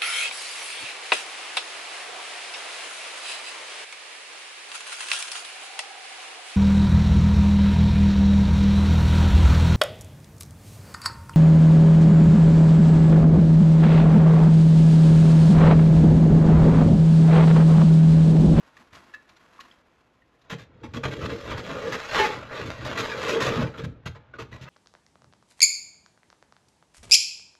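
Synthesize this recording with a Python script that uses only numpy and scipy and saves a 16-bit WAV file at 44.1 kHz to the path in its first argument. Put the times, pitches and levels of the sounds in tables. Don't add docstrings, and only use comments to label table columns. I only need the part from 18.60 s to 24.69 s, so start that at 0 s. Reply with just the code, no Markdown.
import sys
import numpy as np
from scipy import signal
from scipy.fft import rfft, irfft, next_fast_len
from scipy.io import wavfile
from scipy.ndimage import uniform_filter1d, map_coordinates

SR = 44100
rng = np.random.default_rng(int(sys.argv[2]) if len(sys.argv) > 2 else 0)


def invert_db(x):
    u = np.asarray(x, float) / 20
    return 10 ** u


def to_wav(sig):
    pcm = np.clip(np.atleast_2d(sig), -1, 1) * 32767
    pcm = np.round(pcm).astype(np.int16)
    wavfile.write(sys.argv[1], SR, pcm.T)


N = 268569


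def unit(x):
    return x / np.sqrt(np.mean(x ** 2) + 1e-20)


def along(points, hz):
    f, v = np.transpose(points)
    return np.interp(np.log(hz + 1), np.log(f + 1), v)


def curves(rows):
    s, *columns = np.transpose(rows)
    t = np.arange(N) / SR
    inside = 1. * (t >= s[0]) * (t <= s[-1])
    gate = uniform_filter1d(inside, size=400)
    return [np.interp(t, s, column) for column in columns] + [gate]


def wobble(rate):
    knots = rng.standard_normal(int(N * rate / SR) + 4)
    return map_coordinates(knots, [np.arange(N) * rate / SR])


def filtered(x, response):
    m = next_fast_len(N + SR // 2)
    spectrum = rfft(x, m) * response(np.fft.rfftfreq(m, 1 / SR))
    return irfft(spectrum, m)[..., :N]


def modes(table):
    def response(f):
        total = 0
        for k, (centre, width, db) in enumerate(table):
            damping = 1j * f * width
            total = total + (-1) ** k * invert_db(db) * damping / (centre * centre - f * f + damping)
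        return total
    return response


def grit(per_second, spread_db, lumps_db):
    hits = rng.random(N) < per_second / SR
    sizes = invert_db(spread_db * rng.exponential(size=N)) * rng.standard_normal(N)
    lumps = invert_db(lumps_db * (wobble(40) + wobble(130)))
    return unit(hits * sizes * lumps)


def shifting(x, depth_db):
    z = signal.stft(x, nperseg=1024, noverlap=768)[2]
    field = uniform_filter1d(rng.standard_normal(z.shape), size=2, axis=0)
    field = uniform_filter1d(field, size=10, axis=1)
    return signal.istft(z * invert_db(depth_db * unit(field)), nperseg=1024, noverlap=768)[1][:N]


# level/dB, loaded part (0 deep board, 1 upper board, 2 base; fractions between)
DRAG = [(1.84, -62, 0.33, 1, 0.88), (2.1, -65.5, 0.045, 12.5, 0.52), (2.42, -58, 0.65, 13, 0.82),
        (2.6, -43.5, 0.62, 8, 1.04), (2.81, -43.5, 0.53, 5.5, 1.23), (2.95, -37.5, 0.2, 4, 0.77),
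        (3.05, -40.5, .4, 1.5, 1.42), (3.27, -36.5, 0.34, 7.5, 1.6), (3.44, -39, .52, -8.5, 0.77),
        (3.6, -29.5, 0.53, -9.5, 2.1), (3.8, -39.5, 0.28, 3.5, 1), (3.88, -49.5, 0.24, 3, .3),
        (3.95, -35.5, 0.36, -2.5, 1.7), (4.09, -38, 0.33, 3.5, 0.65), (4.16, -44.5, 0.35, -0.5, 0.54),
        (4.27, -34.5, 0.18, 1.5, 0.7), (4.44, -34, 0.49, -3.5, 1.26), (4.55, -35.5, 0.34, 0.5, 1.3),
        (4.72, -28, 0.61, 2.5, 2.14), (4.8, -32.5, 0.13, 3.5, 1.57), (4.89, -29.5, 0.31, -2.5, 1.16),
        (5.03, -34, 0.18, 6.5, 0.84), (5.13, -55, .35, 3.5, 0.77), (5.28, -61, 0.045, 22, 0.34),
        (5.4, -65, .05, 17, .1), (5.72, -63, .05, 5.5, .1), (5.9, -63, 0.34, 14.5, 0.29),
        (6.09, -47, .15, -2.5, .3)]
# f/Hz, width/Hz, relative level/dB
DEEP_BOARD = [(59, 31.5, -6), (88.3, 16.7, -1), (102.2, 19, -1), (128.3, 17.7, 0.5)]
# f/Hz, width/Hz, relative level/dB
UPPER_BOARD = [(160, 20, -2), (190, 24, -1), (234, 19, -0.5), (300, 29.5, 1)]
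# f/Hz, width/Hz, relative level/dB
BASE = [(408, 33, -3.5), (446.6, 26.2, 2), (510.4, 44, -2.5), (562, 38, -2.5)]
# gain/dB of each part, and how hard a scuff jolts it/dB
PART_DB, JOLT_DB = (-1.5, -7, -1), (-10, -5, -5.5)
OFF_PART_DB = 4.5
JOLT_RISE_S, JOLT_FOLLOWS = 0.011, 0.72


def drag():
    walls_db, brightness, weight_db, part, gate = curves(DRAG)
    scuff_force, _ = catches()
    jolts = np.abs(filtered(scuff_force, lambda hz: 1 / (1 + 2j * np.pi * hz * JOLT_RISE_S)))
    shake = shifting(grit(1200, spread_db=1.5, lumps_db=1.5), depth_db=2.0)
    body = 0
    for k, table in enumerate((DEEP_BOARD, UPPER_BOARD, BASE)):
        load = invert_db(walls_db + weight_db) + invert_db(JOLT_DB[k] + JOLT_FOLLOWS * weight_db) * jolts
        share = invert_db(PART_DB[k] - OFF_PART_DB * (part - k) ** 2)
        body = body + load * share * unit(filtered(shake, modes(table)))
    return gate * (walls(invert_db(walls_db), brightness) + radiated(body))


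# f/Hz, relative level/dB
WALLS = [(350, -13), (600, -0.5), (713, -6.5), (848, -3), (1060, -4.5), (1180, 1.5), (4030, -12.5),
         (4550, -18.5), (7160, -28), (8970, -43), (11900, -41.5), (13200, -57), (14500, -72)]


def walls(force, brightness):
    rub = shifting(grit(9000, spread_db=2, lumps_db=1.03), depth_db=3.5)

    def tilted(power):
        return unit(filtered(rub, lambda hz: invert_db(along(WALLS, hz)) * (np.maximum(hz, 600) / 1800) ** power))

    dull, bright = tilted(-.7), tilted(1.)
    share = np.clip(brightness, 0, 1)
    return force * ((1 - share) * dull + share * bright)


def radiated(x):
    low_hz, top_hz = 52, 690
    return filtered(x, lambda hz: 1 / (1 + (low_hz / (hz + 1)) ** 4) / (1 + (hz / top_hz) ** 6))


def scuffs():
    return walls(*catches())


# t/s, nominal peak level/dB, length/s, treble share/dB
SCUFFS = [(1.899, -24.5, 0.036, -19), (1.983, -37, 0.043, -15), (2.2345, -35, 0.026, -21.5),
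          (2.3377, -25, 0.042, -20), (2.434, -17.5, 0.029, -24), (2.479, -30.5, 0.016, -18),
          (2.509, -28.5, 0.03, -18), (2.612, -25, 0.04, -25.5), (2.652, -21.5, 0.012, -20.5),
          (2.694, -27, 0.041, -22.5), (2.87, -36.5, 0.035, -30), (2.904, -23.5, 0.02, -23),
          (2.974, -28, 0.026, -20), (3.091, -26, 0.028, -25), (3.323, -18.5, 0.032, -18.5),
          (3.518, -21, 0.044, -21.5), (3.544, -14.5, 0.079, -22.5), (3.593, -14, 0.026, -21.5),
          (3.63, -16.5, 0.034, -18), (3.909, -27.5, 0.024, -37), (4.058, -33.5, 0.02, -8),
          (4.248, -27, 0.028, -12.5), (4.374, -18.5, 0.037, -14), (4.565, -31, 0.03, -24),
          (4.6807, -17, 0.024, -15.5), (4.8046, -16, 0.046, -14), (4.84, -23, 0.033, -14.5),
          (4.858, -18, 0.039, -19), (5.006, -21.5, 0.024, -21.5), (5.14, -32.5, 0.026, -25.5),
          (5.175, -31, 0.03, -18), (5.199, -36.5, 0.028, -21), (5.237, -30.5, 0.017, -15.5),
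          (5.4575, -24, 0.02, -19), (5.551, -36.5, 0.019, -26), (5.737, -38.5, 0.028, -27.5),
          (5.786, -29, 0.038, -20.5), (5.9165, -36.5, 0.048, -21), (6.013, -36, 0.029, -8)]
# t/s, nominal peak level/dB
CLICKS = [(0.168, -44), (0.3284, -43), (0.351, -37.5), (0.538, -39), (0.691, -42), (0.764, -45.5),
          (0.934, -49), (1.0022, -32.5), (1.116, -50.5), (1.815, -49.5)]
CLICK_S, CLICK_TREBLE_DB = 0.009, -6
PEAK_OVER_RMS_DB = 9.5


def catches():
    t = np.arange(N) / SR
    force, brightness = np.zeros(N), np.zeros(N)
    clicks = [(s, db, CLICK_S, CLICK_TREBLE_DB) for s, db in CLICKS]
    for s, db, length, treble_db in clicks + SCUFFS:
        at = slice(round(s * SR) - 100, round((s + .25) * SR))
        u = t[at] - s
        onset = np.clip(u / 0.007 + .5, 0, 1)
        skid_db = -3 * u / 0.1
        release_db = -60 * np.maximum(u - length, 0) / (0.019 + 1.2 * length)
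        shape = onset * invert_db(skid_db + release_db)
        force[at] = np.maximum(force[at], invert_db(db - PEAK_OVER_RMS_DB) * shape)
        brightness[at] = 1.42 + treble_db / 20
    return force, brightness


# t/s, level/dB before radiation, f/Hz of the modes that are favoured
THUDS_AND_GROAN = [(0.195, -40.5, 228), (.326, -44, 95), (1.925, -17, 152), (2.237, -21, 281),
                   (2.284, -27, 79.6), (2.362, -18, 244), (2.386, -27, 109), (2.440, -40, 575),
                   (2.453, -16.5, 116), (2.475, -26, 92.5), (2.625, -21, 510), (2.632, -16, 101),
                   (2.637, -21, 200), (2.715, -29, 513), (2.741, -26, 520), (2.951, -21.5, 111),
                   (3.56, -20.5, 294), (3.6, -24, 111), (3.645, -19, 400), (4.02, -22.5, 120),
                   (4.1, -25, 110), (4.26, -27, 110), (4.688, -31, 460), (4.721, -6, 463), (4.758, -4, 466),
                   (4.807, -14.5, 300), (4.852, -9, 540), (4.873, -18.5, 128), (4.924, -9, 464),
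                   (4.965, -13, 131), (4.979, -7.5, 229), (5.003, -20, 163), (5.033, -10.5, 143),
                   (5.192, -18, 460), (5.201, -22.5, 138), (5.239, -15, 160), (5.271, -22.5, 97),
                   (5.46, -19, 128), (5.494, -19.5, 99), (5.738, -30, 575), (5.789, -21.5, 380),
                   (5.824, -32, 110), (6.014, -28, 122), (6.038, -34, 160)]


def thuds_and_groan():
    out, t = np.zeros(N + SR), np.arange(SR // 2) / SR
    hz, width, level_db = np.transpose(DEEP_BOARD + UPPER_BOARD + BASE)[:, :, None]
    decay = np.exp(-np.pi * .7 * width * t)
    rings = np.sin(2 * np.pi * hz * t) * decay * (1 - np.exp(-t / .004))
    for s, db, favoured_hz in THUDS_AND_GROAN:
        share = invert_db(level_db - 60 * np.log2(hz / favoured_hz) ** 2)
        out[round(s * SR):][:len(t)] += invert_db(db) * np.sum(share * rings, axis=0) / np.sum(share)
    return out[:N]


# t/s, pitch f/Hz, level/dB, overtones' level/dB
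CHATTER = [(3.585, 885, -42, 3), (3.6, 876.6, -17.5, -12), (3.63, 870, -21, -13), (3.66, 801, -25.5, -11),
           (3.68, 898, -59, -20), (3.705, 866, -31, -18), (3.73, 827, -44, -16)]
# multiple of the pitch, relative level/dB
OVERTONES = [(2.08, 5), (2.501, 3), (3.079, -1)]


def chatter():
    hz, db, overtones_db, gate = curves(CHATTER)
    cycles = np.cumsum(hz) / SR

    def tone(multiple):
        return invert_db(2.5 * wobble(60)) * np.sin(2 * np.pi * multiple * cycles + .6 * wobble(40))

    upper = sum(invert_db(level) * tone(multiple) for multiple, level in OVERTONES)
    return gate * invert_db(db) * (tone(1) + invert_db(-3.5) * tone(.46) + invert_db(overtones_db) * upper)


# t/s, level/dB before a common gain, ring f/Hz, t60/s (at least 0.01 s is used)
TICKS = [(0.169, -39.5, 1760, 0.023), (0.5385, -34, 1720, 0.092), (0.9907, -39.5, 1113, 0.056),
         (1.0034, -46, 1500, 0.025), (1.1127, -40, 3190, 0.015), (1.6202, -55, 1860, 0.038),
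         (5.47, -36, 1460, 0.028), (5.7378, -34, 1460, 0.041), (5.7852, -32.5, 1220, 0.058),
         (5.927, -31.5, 1940, 0.02)]


def ticks():
    out, t = np.zeros(N + SR), np.arange(SR // 4) / SR
    for s, db, hz, t60 in TICKS:
        ring = 0
        for ratio, strength in ((1, 1), (1.07, 0.31), (1.54, 0.2)):
            phase = rng.random() * 2 * np.pi
            ring = ring + strength * np.sin(2 * np.pi * hz * ratio * t + phase)
        envelope = (1 - np.exp(-t / 0.0012)) * invert_db(-60 * t / max(t60, .01))
        out[round(s * SR):][:len(t)] += invert_db(db + 2.5) * envelope * ring
    return out[:N]


# t/s, effort as level/dB before a common gain
RUSTLE = [(0.0, -59), (0.13, -65), (0.206, -56), (0.29, -65.5), (0.35, -53.5), (0.46, -57), (0.62, -64.5),
          (1.03, -58.5), (1.27, -69.5), (1.86, -72.5)]
# f/Hz, relative level/dB
CLOTH = [(120, -64), (200, -4), (355, -8), (388, -13), (546, -8.5), (1340, -5.5), (1780, -9.5),
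         (11900, -32.5), (14500, -51)]
HANDS_DB, HANDS_FROM_DB, HANDS_GROW = -64, -54.5, 4.5
LOW_HUSH_DB = -69


def rustle():
    effort_db, gate = curves(RUSTLE)
    contacts = grit(12000, spread_db=1.5, lumps_db=-1.5)
    hiss = unit(filtered(contacts, lambda hz: invert_db(along(CLOTH, hz))))
    low = unit(filtered(rng.standard_normal(N), modes(DEEP_BOARD + UPPER_BOARD)))
    hands = invert_db(HANDS_DB + HANDS_GROW * (effort_db - HANDS_FROM_DB))
    low_hush = invert_db(LOW_HUSH_DB)
    return gate * (invert_db(effort_db + 1.5) * hiss + (hands + low_hush) * low)


def tail(x, t60s, seconds):
    hz, t, z = signal.stft(rng.standard_normal(round(seconds * SR)), SR, nperseg=256)
    decay = invert_db(-60 * t / along(t60s, hz)[:, None])
    answer = signal.istft(z * decay, SR, nperseg=256)[1]
    return signal.fftconvolve(x, answer / np.linalg.norm(answer))[:N]


# f/Hz, relative level/dB
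AIR = [(15, -36), (25, -12), (74, -6), (234, -41), (368, -13), (432, -9.5), (934, -16.5), (1870, -25),
       (2190, -21.5), (3440, -28.5), (14500, -77)]
AIR_DB = -68.5


def air():
    hush = unit(filtered(rng.standard_normal(N), lambda hz: invert_db(along(AIR, hz))))
    return invert_db(AIR_DB + 0.4 * wobble(1.56)) * hush


# f/Hz, t60/s
GARAGE = [(150, 0.31), (1000, 0.32), (8000, 0.23)]


def scene():
    near = drag() + scuffs() + radiated(thuds_and_groan()) + chatter() + ticks() + rustle()
    mono = near + invert_db(-10.0) * tail(near, GARAGE, seconds=.5) + air()
    return np.array([mono, mono])


def top_cut(x):
    return signal.sosfilt(signal.butter(12, 15080, fs=SR, output="sos"), x)


# f/Hz, level/dB
PORTS = [(60, -43), (600, -53), (1900, -40.5), (8100, -28.5), (10500, -17), (11800, -3), (14500, 8)]
# f/Hz, width/Hz, depth (0-1)
NOTCH = (8910, 1800, 0.63)
TOP_HZ = 14300


def record(dry):
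    centre, width, depth = NOTCH

    def notch(f):
        return 1 - depth * 1j * f * width / (centre ** 2 - f * f + 1j * f * width)

    mid = filtered(dry[0], lambda f: notch(f) * (f < TOP_HZ))
    z = signal.stft(mid, nperseg=256)[2]
    random_phase = np.exp(2j * np.pi * rng.random(z.shape))
    scattered = signal.istft(z * random_phase, nperseg=256)[1][:N]
    side = filtered(scattered, lambda hz: invert_db(along(PORTS, hz)))
    return top_cut(np.array([mid + side, mid - side]))


dry = scene()
out = record(dry)
to_wav(out)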